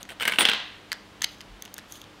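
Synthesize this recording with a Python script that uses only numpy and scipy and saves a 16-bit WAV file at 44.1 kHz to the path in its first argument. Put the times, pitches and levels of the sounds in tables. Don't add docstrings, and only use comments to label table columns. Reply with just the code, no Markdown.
import sys
import numpy as np
from scipy import signal
from scipy.fft import rfft, irfft
from scipy.io import wavfile
from scipy.ndimage import uniform_filter1d

SR = 44100
rng = np.random.default_rng(int(sys.argv[2]) if len(sys.argv) > 2 else 0)


def gain_from_db(level_db):
    decades = np.asarray(level_db, float) / 20
    return 10 ** decades


def transcribe(u):
    v = np.clip(np.atleast_2d(u).T, -1, 1)
    q = np.round(v * 32767).astype(np.int16)
    wavfile.write(sys.argv[1], SR, q)


N = 97020


def read(points, hz):
    f, value = np.transpose(points)
    return np.interp(np.log(hz + 1), np.log(f + 1), value)


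def evened(x):
    return x / np.sqrt(np.mean(x ** 2) + 1e-20)


def peaked(x):
    return x / abs(x).max()


def add(mix, s, sound):
    part = mix[max(round(s * SR), 0):][:len(sound)]
    part += sound[:len(part)]


def coloured(x, points):
    gain = gain_from_db(read(points, np.fft.rfftfreq(len(x), 1 / SR)))
    return evened(irfft(rfft(x) * gain, len(x)))


def ring(hz, db, t60, size=2000):
    t = np.arange(size) / SR
    return gain_from_db(db - 60 * t / t60) * np.sin(2 * np.pi * hz * t)


MODE_SPREAD_DB, MODE_DETUNE = 2.5, 0.02


def modes(table, draw):
    total = 0
    for (hz, db, t60), (detune, spread, sign) in zip(table, draw):
        total = total + np.sign(sign) * ring(hz * (1 + MODE_DETUNE * detune), db + MODE_SPREAD_DB * spread, t60)
    return total


def burst(noise, band_hz, db, t60):
    band = signal.butter(2, band_hz, "band", fs=SR, output="sos")
    puff = evened(signal.sosfilt(band, noise))
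    return gain_from_db(db - 60 * np.arange(len(noise)) / SR / t60) * puff


def tail(t60, points):
    hz, t, z = signal.stft(coloured(rng.standard_normal(SR), points), SR, nperseg=256)
    out = signal.istft(z * gain_from_db(-60 * t / read(t60, hz)[:, None]), SR, nperseg=256)[1]
    rise_s = 0.00076
    out = out * np.minimum(np.arange(len(out)) / (rise_s * SR), 1)
    return out / np.linalg.norm(out)


# (time [s], knock level [dB], knock pitch [Hz], tick level re knock [dB])
STIRS = [(.0905, -28.5, 1830, -7), (.0954, -27, 2770, -14), (.1037, -28.5, 2660, -6.5),
         (.1134, -47, 3430, -6.5), (.1194, -31, 1810, -17), (.199, -20.5, 3000, -8),
         (.2076, -19.5, 1510, -8), (.2098, -17.5, 1520, -19), (.2135, -25, 1500, -11),
         (.2172, -20.5, 3200, -4.5), (.2226, -17, 2600, -9), (.2245, -20, 2900, -4),
         (.2268, -22, 2600, -16), (.2313, -16.5, 2200, -10), (.2384, -21, 2510, -23),
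         (.2484, -36, 2500, -23), (.2522, -21.5, 2240, -8), (.2535, -12.5, 2150, -10),
         (.259, -18, 1850, -18), (.27, -31, 2360, -10), (.275, -19, 2140, -22), (.2778, -8, 2950, -3.5),
         (.2792, -12.5, 2780, -2), (.2835, -18, 1700, -4), (.2884, -14, 1890, -17), (.2959, -13, 2200, -16),
         (.313, -22, 1500, -15), (.3218, -12, 2276, -13), (.3245, -18, 2930, -16),
         (.3364, -13.5, 2810, -21), (.344, -31, 2300, -13), (.3584, -22, 2750, -18)]
# (time [s], knock level [dB], knock pitch [Hz], tick level re knock [dB])
DROPS = [(.3861, -1.5, 2800, -17), (.3885, -8, 3300, -20), (.4077, -6, 3450, -10), (.4097, -9, 2300, -14),
         (.4178, -11, 3450, -20), (.4305, -14, 3500, -22), (.4526, -2, 3130, -18), (.4585, -13, 3600, -22),
         (.4743, -16, 3470, -24), (.4873, -5, 3120, -19), (.4897, -11, 3000, -19), (.497, -9, 3200, -12),
         (.5158, -10, 3160, -23), (.5339, -11, 3140, -21), (.5479, -15, 3170, -25), (.5586, -19, 2900, -30),
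         (.574, -21, 3200, -32), (.601, -25, 3100, -35)]
# (frequency [Hz], level re knock [dB], t60 [s])
TIN_FLOOR = [(950, -8, 0.0039), (1550, -11, 0.033), (2200, -0.5, 0.0065), (3000, -6, 0.02),
             (3600, -14, 0.0089), (4540, -28, 0.012)]
# (frequency [Hz], level re knock [dB], t60 [s])
LANDING_FLOOR = [(960, -16, 0.0074), (1500, -13.5, 0.021), (2250, -6.5, 0.0068), (2767, -4, 0.0098),
                 (3522, -8.5, 0.016), (4380, -13, 0.0052)]
# (frequency [Hz], level [dB], t60 [s])
TABLE_TOP = [(224, 5, 0.022), (472, 6, 0.025), (674, -2, 0.041)]
TIN_RISE_S = 0.0002
KNOCK_DB, KNOCK_T60_S = -0.5, 0.013
STRIKE_DB, STRIKE_T60_S = 2.5, 0.0018
SHIVER_BAND_HZ, SHIVER_DB, SHIVER_T60_S = (1230, 3730), -12.5, 0.035
TICK_HZ, TICK_BAND_HZ, TICK_T60_S = 8460, (6000, 15500), 0.011


def tin(table, floor, table_db):
    out, t = np.zeros(N), np.arange(2000) / SR
    rise = 1 - np.exp(-t / TIN_RISE_S)
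    for s, db, hz, tick_db in table:
        draw = rng.standard_normal((len(floor), 3))
        noise = rng.standard_normal(2000)
        knock = ring(hz, KNOCK_DB, KNOCK_T60_S) + ring(hz, STRIKE_DB, STRIKE_T60_S)
        knock = knock + modes(floor, draw)
        knock = knock + burst(noise[::-1], SHIVER_BAND_HZ, SHIVER_DB, SHIVER_T60_S)
        tick = burst(noise, TICK_BAND_HZ, 0, TICK_T60_S)
        tick = tick + ring(TICK_HZ * (1 + 0.063 * draw[0, 0]), 0, TICK_T60_S)
        table_top = gain_from_db(table_db) * modes(TABLE_TOP, draw)
        hit = peaked(knock * rise) + rise * (gain_from_db(tick_db) * peaked(tick) + table_top)
        add(out, s, gain_from_db(db) * hit)
    return out


def slam():
    out = np.zeros(N)
    add(out, 0.3862, burst(rng.standard_normal(6000), band_hz=(300, 2600), db=-24, t60=0.15))
    return out


# (frequency [Hz], density level [dB per Hz])
WALL = [(250, -17), (800, -3.5), (1500, -2.5), (2600, -0.5), (3500, 2.5), (4300, -4.5), (5200, -13.5),
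        (12000, -36)]
# (frequency [Hz], t60 [s])
WALL_T60 = [(200, 0.24), (1000, 0.59), (3200, 0.66), (5500, 0.58), (10000, 0.27)]


def wall_hum(drive):
    return signal.fftconvolve(abs(drive) * rng.choice([-1., 1.], N), tail(WALL_T60, WALL))[:N]


# (frequency [Hz], level [dB], t60 [s])
RIM = [(8280, -5, .3), (8400, -14, .15), (9340, 0, .35), (14890, -2, .14), (14550, -16, .1)]
# (time [s], level [dB], damped after [s])
RIM_HITS = [
    (.386, -22.5, 0.048),
    (.453, -41.5, 0.033),
    (.488, -52, 0.042),
]
RIM_RISE_S, RIM_DAMP_S = 0.007, 0.0061


def rim():
    out, t = np.zeros(N), np.arange(6000) / SR
    lines = sum(ring(*row, size=6000) for row in RIM) * (1 - np.exp(-t / RIM_RISE_S))
    for s, db, held in RIM_HITS:
        touch = 0.08 + 1.13 / (1 + np.exp((t - held) / RIM_DAMP_S))
        add(out, s, gain_from_db(db) * lines * touch)
    return out


GRAINS_PER_S, GRAIN_DB, GRAIN_S = 400, 2, 0.003


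def strokes(table):
    sizes_db = GRAIN_DB * np.minimum(rng.exponential(1, N), 4)
    hits = gain_from_db(sizes_db) * (rng.random(N) < GRAINS_PER_S / SR)
    level, t = np.zeros(N), np.arange(N) / SR
    bursts = evened(signal.oaconvolve(hits, np.exp(-t[:800] / GRAIN_S))[:N])
    for s, length, db in table:
        level += gain_from_db(db) * np.sin(np.pi * np.clip((t - s) / length, 0, 1) ** 0.7) ** 2
    return level, (bursts + 1) * rng.standard_normal(N)


# (start [s], length [s], level [dB])
SLIDES = [
    (0, 0.032, -43.5),
    (.088, 0.069, -46.5),
    (.197, 0.27, -39.5),
    (.388, 0.07, -25),
]
# (frequency [Hz], level [dB])
SLIDE = [(300, -8), (1200, -6.5), (1700, -16), (3000, -5.5), (4500, -15), (5500, -30), (8800, -14.5),
         (16000, -35)]


def slides():
    level, grains = strokes(SLIDES)
    return level * coloured(grains, SLIDE)


# (time [s], metal level [dB], plastic knock level [dB], knock pitch [Hz], strongest metal mode [Hz])
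SEATS = [(.9176, -19.5, -13.5, 2020, 4560), (.9218, -36, -23, 2030, 3420), (.9241, -23, -37, 1920, 4750),
         (.9285, -17.5, -14.5, 1670, 4800), (1.2075, -43, -38, 3230, 3230), (1.218, -28, -15, 1795, 4470),
         (1.2203, -13.5, -16, 1990, 6360), (1.2285, -28, -23.5, 1980, 3300), (1.234, -23, -28, 1930, 6200),
         (1.2378, -22, -24, 1950, 4250), (1.2392, -42, -36, 3220, 4000), (1.242, -11.5, -12.5, 2250, 4710),
         (1.2432, -12.5, -9, 3050, 6250), (1.2447, -15, -15.5, 3300, 4040)]
# (frequency [Hz], level [dB], t60 [s])
PRESSED = [(3300, -5, 0.005), (4200, -9, 0.0045), (6275, -12, .005), (7500, -13, 0.004), (9900, -11, 0.004),
           (12400, -12, .004)]
# (time [s], metal level [dB], plastic knock level [dB], knock pitch [Hz])
CLICKS = [(.0292, -24.5, -30, 3720), (.052, -53, -33, 1970), (1.383, -50, -60, 3120),
          (1.4063, -41, -25, 3130), (1.4125, -35, -30.5, 1820), (1.6225, -24, -27, 3410),
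          (1.652, -29.5, -31.5, 3570), (1.6571, -42, -31, 2930), (1.6775, -60, -35, 3000),
          (1.7408, -23.5, -51, 4500), (1.7655, -57, -31.5, 3600), (1.7806, -26.5, -26.5, 1560),
          (1.787, -38, -26, 1790), (1.7937, -52, -33, 3860), (1.9225, -23.5, -42, 4800),
          (1.955, -55, -32, 3100), (2.0155, -36.5, -29.5, 3320), (2.040, -53, -32.5, 3600)]
# (frequency [Hz], level [dB], t60 [s])
MAGAZINE = [(4570, -6, 0.0021), (6380, -3.5, 0.0047), (9450, -19.5, 0.0049), (12020, -25, 0.0032),
            (12220, -14.5, 0.0062), (15450, -19, 0.0039)]
CLICK_RISE_S = 0.0008
LEAD_DB, LEAD_T60_S = 1, 0.0052
CRACK_BAND_HZ, CRACK_DB, CRACK_T60_S = (3500, 13500), -8.5, 0.005
PLASTIC_DB, PLASTIC_T60_S = 4.2, 0.0062
THUMP_HZ, THUMP_DB, THUMP_T60_S = 805, -8.5, 0.004
SHELL_DB, SHELL_T60_S = -30, 0.025
BODY_BAND_HZ, BODY_DB, BODY_T60_S = (1380, 5170), -5, 0.011


def magazine(table, body):
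    out, draws = np.zeros(N), rng.standard_normal((len(table), len(body), 3))
    hiss, t = rng.standard_normal((len(table), 2000)), np.arange(2000) / SR
    rise = 1 - np.exp(-(t / CLICK_RISE_S) ** 2)
    for (s, db, knock_db, hz, *lead_hz), draw, noise in zip(table, draws, hiss):
        metal = modes(body, draw) + sum(ring(f, LEAD_DB, LEAD_T60_S) for f in lead_hz)
        metal = metal + burst(noise, CRACK_BAND_HZ, CRACK_DB, CRACK_T60_S)
        knock = ring(hz, PLASTIC_DB, PLASTIC_T60_S) + ring(THUMP_HZ, THUMP_DB, THUMP_T60_S)
        knock = knock + ring(hz, SHELL_DB, SHELL_T60_S) + ring(hz * 1.3, SHELL_DB, SHELL_T60_S)
        knock = knock + burst(noise[::-1], BODY_BAND_HZ, BODY_DB, BODY_T60_S)
        add(out, s, gain_from_db(db) * peaked(rise * metal) + gain_from_db(knock_db) * rise * knock)
    return out


# (frequency [Hz], width [Hz], level [dB])
RUBS = [
    (1.29, 0.1, -60),
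    (1.622, .07, -61),
    (1.742, 0.097, -63),
    (1.87, 0.18, -51),
    (2.012, 0.027, -60),
]
RUB = [(3430, 230, 10), (4800, 440, 2), (6800, 1000, 4), (9300, 1150, 1), (11400, 510, -10),
       (12400, 950, 1), (14200, 1400, -10)]
DRAGS = [
    (.92, .013, -38),
    (.931, .03, -42),
    (1.78, .02, -55),
]
DRAG = [(1900, 600, 0), (3100, 700, -5), (4700, 600, -9), (6800, 900, -21)]
SHIVERS = [
    (1.248, .1, -50),
    (.95, .07, -60),
]
SHIVER = [(1600, 400, -7), (3050, 300, 0), (3800, 600, -4), (4840, 400, -9), (6090, 400, -14),
          (12400, 400, -18)]


def rubs(table, body):
    level, grains = strokes(table)
    hz = np.fft.rfftfreq(N, 1 / SR)
    colour = sum(gain_from_db(db) / (1 + 1j * (hz - f) / w) ** 2 for f, w, db in body)
    return level * evened(irfft(rfft(grains) * colour, N))


# (start [s], length [s], level [dB])
SQUEAKS = [
    (1.9, .125, -56),
]
SQUEAK_SINK_S, SQUEAK_SINK_HZ, SQUEAK_WIDTH_HZ = (1.9, 1.945), (7700, 6250), 220


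def squeak():
    level, grains = strokes(SQUEAKS)
    hz = np.interp(np.arange(N) / SR, SQUEAK_SINK_S, SQUEAK_SINK_HZ)
    r = np.exp(-np.pi * SQUEAK_WIDTH_HZ / SR)
    slow = signal.lfilter([1 - r], [1, -r], grains)
    slow = signal.lfilter([1 - r], [1, -r], slow)
    return level * evened(slow * np.cos(2 * np.pi * np.cumsum(hz) / SR))


def room(near):
    t60 = [(200, 0.077), (5000, 0.49), (15000, 0.05)]  # (frequency [Hz], t60 [s])
    spectrum = [(100, -6.5), (16000, -32.5)]  # (frequency [Hz], level [dB])
    return signal.fftconvolve(near, tail(t60, spectrum))[:N]


# (frequency [Hz], level [dB])
AIR = [(15, -44.5), (25, -4.5), (285, -1), (734, -5.5), (1230, -6), (1440, -7), (2350, -10.5), (2990, -9.5),
       (16000, -35.5)]
# (frequency [Hz], level [dB rms])
MAINS = [(50, -64.5), (100, -59.5), (200, -60), (300, -58)]
AIR_DB = -51
THUD_S, THUD_HZ, THUD_DB, THUD_WIDTH_S = 1.525, 43, -44, 0.045


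def background():
    t = np.arange(N) / SR
    waver = evened(uniform_filter1d(rng.standard_normal((len(MAINS), N)), 3000, axis=1))
    hum = 0
    for (hz, db), w in zip(MAINS, waver):
        hum = hum + gain_from_db(db - 2 + 1.14 * w) * np.sin(2 * np.pi * hz * t + 0.17 * w)
    swell = np.exp(-((t - THUD_S) / THUD_WIDTH_S) ** 2)
    thud = gain_from_db(THUD_DB) * swell * np.sin(2 * np.pi * THUD_HZ * t)
    return gain_from_db(AIR_DB) * coloured(rng.standard_normal(N), AIR) + hum + thud


STIR_HUM_DB, WALL_DB, ROOM_DB, RUMBLE_HZ = -10.5, -6, -17.5, 167


def scene():
    stirs = tin(STIRS, TIN_FLOOR, table_db=-30.5)
    drops = tin(DROPS, LANDING_FLOOR, table_db=-27.5) + slam()
    near = stirs + drops + slides() + rim()
    wall = wall_hum(gain_from_db(STIR_HUM_DB) * stirs + drops)
    near = near + magazine(SEATS, PRESSED) + magazine(CLICKS, MAGAZINE)
    near = near + rubs(RUBS, RUB) + rubs(DRAGS, DRAG) + rubs(SHIVERS, SHIVER) + squeak()
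    events = near + gain_from_db(WALL_DB) * wall + gain_from_db(ROOM_DB) * room(near)
    rumble_cut = signal.butter(3, RUMBLE_HZ, "high", fs=SR, output="sos")
    return (signal.sosfilt(rumble_cut, events) + background())[None]


def top_cut(x):
    return signal.sosfilt(signal.butter(12, 16640, fs=SR, output="sos"), x)


LIMIT, EDGE_HZ = 1, 15900


def record(dry):
    soft = LIMIT * np.tanh(dry / LIMIT)
    lowpass = signal.firwin(255, EDGE_HZ, window=("kaiser", 7), fs=SR)
    mix = signal.oaconvolve(soft, lowpass[None], "same")
    return top_cut(mix)


dry = scene()
out = record(dry)
transcribe(out)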